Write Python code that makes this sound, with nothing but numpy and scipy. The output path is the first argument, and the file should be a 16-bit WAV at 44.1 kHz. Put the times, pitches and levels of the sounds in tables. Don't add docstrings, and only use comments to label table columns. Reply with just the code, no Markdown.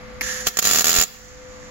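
import sys
import numpy as np
from scipy import signal
from scipy.fft import rfft, irfft, next_fast_len
from scipy.io import wavfile
from scipy.ndimage import uniform_filter1d

SR = 44100
rng = np.random.default_rng(int(sys.argv[2]) if len(sys.argv) > 2 else 0)


def dump(signal):
    limited = np.clip(np.atleast_2d(signal).T, -1, 1)
    pcm = np.round(limited * 32767).astype(np.int16)
    wavfile.write(sys.argv[1], SR, pcm)


N = 74970
T = np.arange(N) / SR


def undb(db):
    return 10 ** (np.asarray(db) / 20)


def pan(left_db, right_db):
    return undb([[left_db], [right_db]])


def unit(x):
    return x / np.sqrt(np.mean(x ** 2))


def colour(x, points):
    hz, db = np.array(points, float).T
    size = 2 * next_fast_len(N)
    grid_hz = np.maximum(np.arange(size // 2 + 1) * SR / size, 1)
    cepstrum = irfft(np.log(undb(np.interp(np.log(grid_hz), np.log(hz), db))))
    cepstrum[1:size // 2] *= 2
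    cepstrum[size // 2 + 1:] = 0
    return irfft(rfft(x, size) * np.exp(rfft(cepstrum)))[..., :N]


def cut(x, kind, hz, order):
    return signal.sosfilt(signal.butter(order, hz, kind, fs=SR, output="sos"), x)


def ring(x, hz, width_hz):
    return signal.lfilter(*signal.iirpeak(hz, hz / width_hz, fs=SR), x)


def fade(start_s, decay_s):
    return (T >= start_s) * np.exp(-np.maximum(T - start_s, 0) / max(decay_s, 1 / SR))


def walk(rate_hz):
    return np.interp(T * rate_hz, np.arange(N), rng.standard_normal(N))


def stereo_noise(side_db):
    mid, side = rng.standard_normal((2, N))
    return unit(mid + undb(side_db) * side * np.array([[1], [-1]]))


def echoes(x, decay_s, side_db):
    tail = stereo_noise(side_db) * fade(0, decay_s) * (1 - fade(0, decay_s / 10))
    spectrum = rfft(tail)
    spectrum /= np.sqrt(uniform_filter1d(np.abs(spectrum) ** 2, size=1200))
    return signal.fftconvolve(np.atleast_2d(x), irfft(spectrum, N), axes=-1)[:, :N]


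def excess_db(x, window_s, threshold_db):
    window = max(int(window_s * SR), 2)
    power = np.maximum(uniform_filter1d(np.mean(x ** 2, axis=0), window), 1e-12)
    return uniform_filter1d(np.maximum(10 * np.log10(power) - threshold_db, 0), window // 2)


def garage():
    # frequency in Hz, relative level in dB.
    partials = [(221, -53), (290, -60), (504.5, -45), (1174, -57.5), (2056, -55.5)]
    # frequency in Hz, gain in dB.
    air_eq = [(20, -9.5), (55, 5), (90, 0), (150, -3), (230, -1.5), (340, -13), (600, -8), (850, -9.5),
              (1200, -7), (2000, -7.5), (3000, -20), (5000, -23.5), (7000, -34.5), (9000, -37.5),
              (11500, -30.5), (16000, -54)]
    waver_db, pitch_drift = 2.55, 0.0034
    clock_s = np.cumsum(1 + pitch_drift * walk(rate_hz=6.4)) / SR
    hum = np.zeros(N)
    for hz, db in partials:
        amplitude = np.sqrt(2) * undb(db + waver_db * walk(rate_hz=3.4))
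        hum += amplitude * np.sin(2 * np.pi * (hz * clock_s + rng.random()))
    air = undb(-41.5) * unit(colour(stereo_noise(side_db=-2), air_eq))
    rumble = undb(-44) * unit(ring(rng.standard_normal(N), hz=50, width_hz=34))
    return hum * pan(2, -3) + air + rumble * pan(-14, 0)


def low_thumps():
    # start in seconds, relative level in dB.
    hits = [(0.213, -28), (0.472, -7), (0.986, 1.5)]
    thump_hz, decay_s = 58, 0.0041
    thumps = np.zeros(N)
    for start_s, db in hits:
        thumps -= undb(db) * fade(start_s, decay_s) * np.sin(2 * np.pi * thump_hz * (T - start_s))
    return thumps * pan(-25, 0)


def shielding_gas():
    # time in seconds, level in dB.
    flow_curve = [(.206, -59.5), (.214, -33.5), (.27, -29), (.37, -32), (.45, -35), (.55, -34), (1.04, -49),
                  (1.15, -41.5), (1.3, -44), (1.42, -48.5), (1.57, -49), (1.7, -49)]
    # frequency in Hz, gain in dB.
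    hiss_eq = [(200, -16), (900, -5.5), (1500, 2.5), (2500, 1), (4000, -2), (6200, 4.5), (7200, -1.5),
               (10000, 7.5), (12000, -9), (14000, -5), (15500, -16)]
    full_flow_db, split_hz, whistle_hz = -33, 8640, 1774
    flow = undb(np.interp(T, *np.array(flow_curve).T) + walk(rate_hz=120))
    force = np.minimum(flow / undb(full_flow_db), 1)
    hiss = unit(colour(stereo_noise(side_db=-2.9), hiss_eq))
    body = cut(hiss, "low", split_hz, order=6)
    jet = force ** 0.49 * undb(-1.5) * cut(hiss, "high", split_hz, order=6)
    whistle = ring(rng.standard_normal(N), whistle_hz, width_hz=190)
    whistle = unit(ring(whistle, whistle_hz, width_hz=380))
    return flow * (body + jet + np.sqrt(force) * whistle * pan(-11.5, -0.5))


def trigger():
    # start in seconds, relative level in dB.
    clicks = [(0.2099, -15), (.215, -17)]
    # frequency in Hz, gain in dB.
    click_eq = [(40, -7), (100, -10), (230, 4), (500, -14), (900, -6), (1500, -5.5), (2100, 10.5),
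                (2500, 5.5), (3000, -17), (5000, -6), (7000, -28), (12000, -6.5), (15500, -20)]
    envelope = sum(undb(db) * fade(start_s, decay_s=0.0024) for start_s, db in clicks)
    return undb(6.5) * colour(envelope * stereo_noise(side_db=-1), click_eq)


def wire_snaps():
    # start in seconds, relative level in dB.
    snaps = [(0.4693, 4), (0.4721, -3), (0.4841, -9), (0.5708, -5), (.5888, 5), (0.626, -2), (0.6424, -5.5),
             (0.6523, 1), (.6607, -4), (0.6714, 2), (0.6817, -4.5), (0.6912, -5), (0.6999, -3.5),
             (0.7108, 2), (.7222, -6.5), (0.7333, -2), (0.747, -1), (0.7587, 3.5), (0.773, -1), (0.7856, 2),
             (0.794, 0.5), (0.8084, 1.5), (0.8194, -2.5), (0.8434, 1), (0.8555, -1), (.8683, 1.5),
             (.881, -0.5), (.8932, 2), (0.9051, -3.5), (0.9153, -3), (0.9288, -4), (0.9405, -3.5),
             (0.9506, -4), (.9621, 1), (0.9738, -1.5), (0.9855, 1.5), (0.9984, 0), (1.0118, 6), (1.0237, 1),
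             (1.0344, -4.5)]
    spit_rise_s, spit_length_s = 0.0005, 0.0034
    spikes, spits, rattles = np.zeros((3, N))
    for start_s, db in snaps:
        spikes[int(start_s * SR)] += undb(db)
        rise = (T >= start_s) * (1 - fade(start_s, spit_rise_s))
        fall = np.exp(-((T - start_s) / spit_length_s) ** 4)
        spits += undb(db) * unit(rise * fall) / np.sqrt(N)
        rattles += undb(db) * unit(fade(start_s, decay_s=0.0078)) / np.sqrt(N)
    spikes = cut(spikes, "low", hz=4000, order=1)
    spits = cut(spits * stereo_noise(side_db=-2.8), "high", hz=2350, order=2)
    rattles = cut(rattles * stereo_noise(side_db=0), "high", hz=1800, order=1)
    return undb(1) * spikes + spits + undb(-7.5) * rattles


def arc():
    # start in seconds, end in seconds, relative level in dB.
    burns = [(0.465, .495, -26), (0.613, 0.629, -23), (0.636, 0.817, -18.5), (0.837, 1.02, -21.5)]
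    # frequency in Hz, gain in dB.
    arc_eq = [(40, -3), (100, -2), (200, 8.5), (310, -4), (420, 0.5), (650, 2.5), (850, -3), (1200, 2),
              (1700, 4.5), (2500, 0), (4000, 1), (6000, 0.5), (11000, -0.5), (16000, -1)]
    # delay in seconds, gain in dB.
    sheets = [(.0026, -21.5), (.0087, -20.5)]
    edge_s, grains_per_s = 0.014, 2700
    snaps = undb(15.5) * wire_snaps()
    burn = np.zeros(N)
    for start_s, end_s, db in burns:
        burn += undb(db) * np.clip(np.minimum(T - start_s, end_s - T) / edge_s + 0.5, 0, 1)
    grains = (rng.random(N) < grains_per_s / SR) * stereo_noise(side_db=1.1)
    sizzle = burn * unit(ring(grains, hz=4600, width_hz=9900))
    direct = colour(snaps + sizzle, arc_eq)
    early = sum(undb(db) * np.pad(direct, ((0, 0), (int(delay_s * SR), 0)))[:, :N]
                for delay_s, db in sheets)
    flutter = burn * unit(ring(stereo_noise(side_db=-13), hz=76, width_hz=90)) * pan(-20, -15)
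    panels = undb(-4.5) * echoes(direct, decay_s=0.0063, side_db=1)
    return direct + early + panels + flutter


def scene():
    # centre in Hz, width in Hz, left gain in dB, right gain in dB.
    modes = [(746, 45, -4, 0.5), (1327, 153, -4.5, -1.5), (1635, 100, -40, -9), (4400, 90, -11, -25),
             (4540, 140, -22, -18), (6230, 77, 1.5, -10), (6500, 81, -7, -31), (6890, 280, -15, 9),
             (7090, 154, -20, 16), (12000, 580, 7.5, -18), (15540, 110, -5.5, 18)]
    # frequency in Hz, gain in dB.
    room_eq = [(200, 3), (1000, 0), (4000, -1.5), (7000, -6), (15000, -3.5)]
    t60_s = 0.48
    gun = arc() + trigger() + shielding_gas()
    gun = gun + sum(pan(left_db, right_db) * ring(gun, hz, width_hz)
                    for hz, width_hz, left_db, right_db in modes)
    room = undb(-16.5) * colour(echoes(gun, t60_s / np.log(1000), side_db=0), room_eq)
    return gun + room + garage() + low_thumps()


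def record(dry):
    # frequency in Hz, left gain in dB, right gain in dB.
    port_hz = [40, 100, 250, 1000, 2000, 3000, 4200, 6100, 7200, 7800, 8400, 9000, 9700, 11700, 13000,
               14600, 15700]
    port_left_db = [-3, 1.5, -1, 2, -3, 2, 4, 5, 0.5, -6, -15.5, -7, -3.5, -0.5, -5.5, 1.5, -7.5]
    port_right_db = [3, -0.5, 1, -2.5, 1.5, 1.5, 1.5, 1.5, 2, -3, -12.5, -24, -4.5, -4.5, 2.5, 1.5, -4.5]
    left_lag_samples, top_hz = 4, 15850
    window_s, release_s = 0.013, 0.35
    left = colour(dry[0], list(zip(port_hz, port_left_db)))
    right = colour(dry[1], list(zip(port_hz, port_right_db)))
    x = np.array([np.pad(left, (left_lag_samples, 0))[:N], right])
    over_db = excess_db(x, window_s, threshold_db=-13.5)
    over_db = np.pad(over_db, (int(window_s * SR / 2), 0))[:N]
    recovery = np.exp(-T / release_s)
    duck_db = np.maximum.accumulate(over_db / recovery) * recovery
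    x = x * undb(-duck_db)
    limit_db = excess_db(x, window_s=0.0012, threshold_db=-11.5)
    x = np.clip(x * undb(-limit_db), -1, 1)
    return signal.sosfilt(signal.ellip(10, 0.2, 80, top_hz, fs=SR, output="sos"), x)


dry = scene()
out = record(dry)
dump(out)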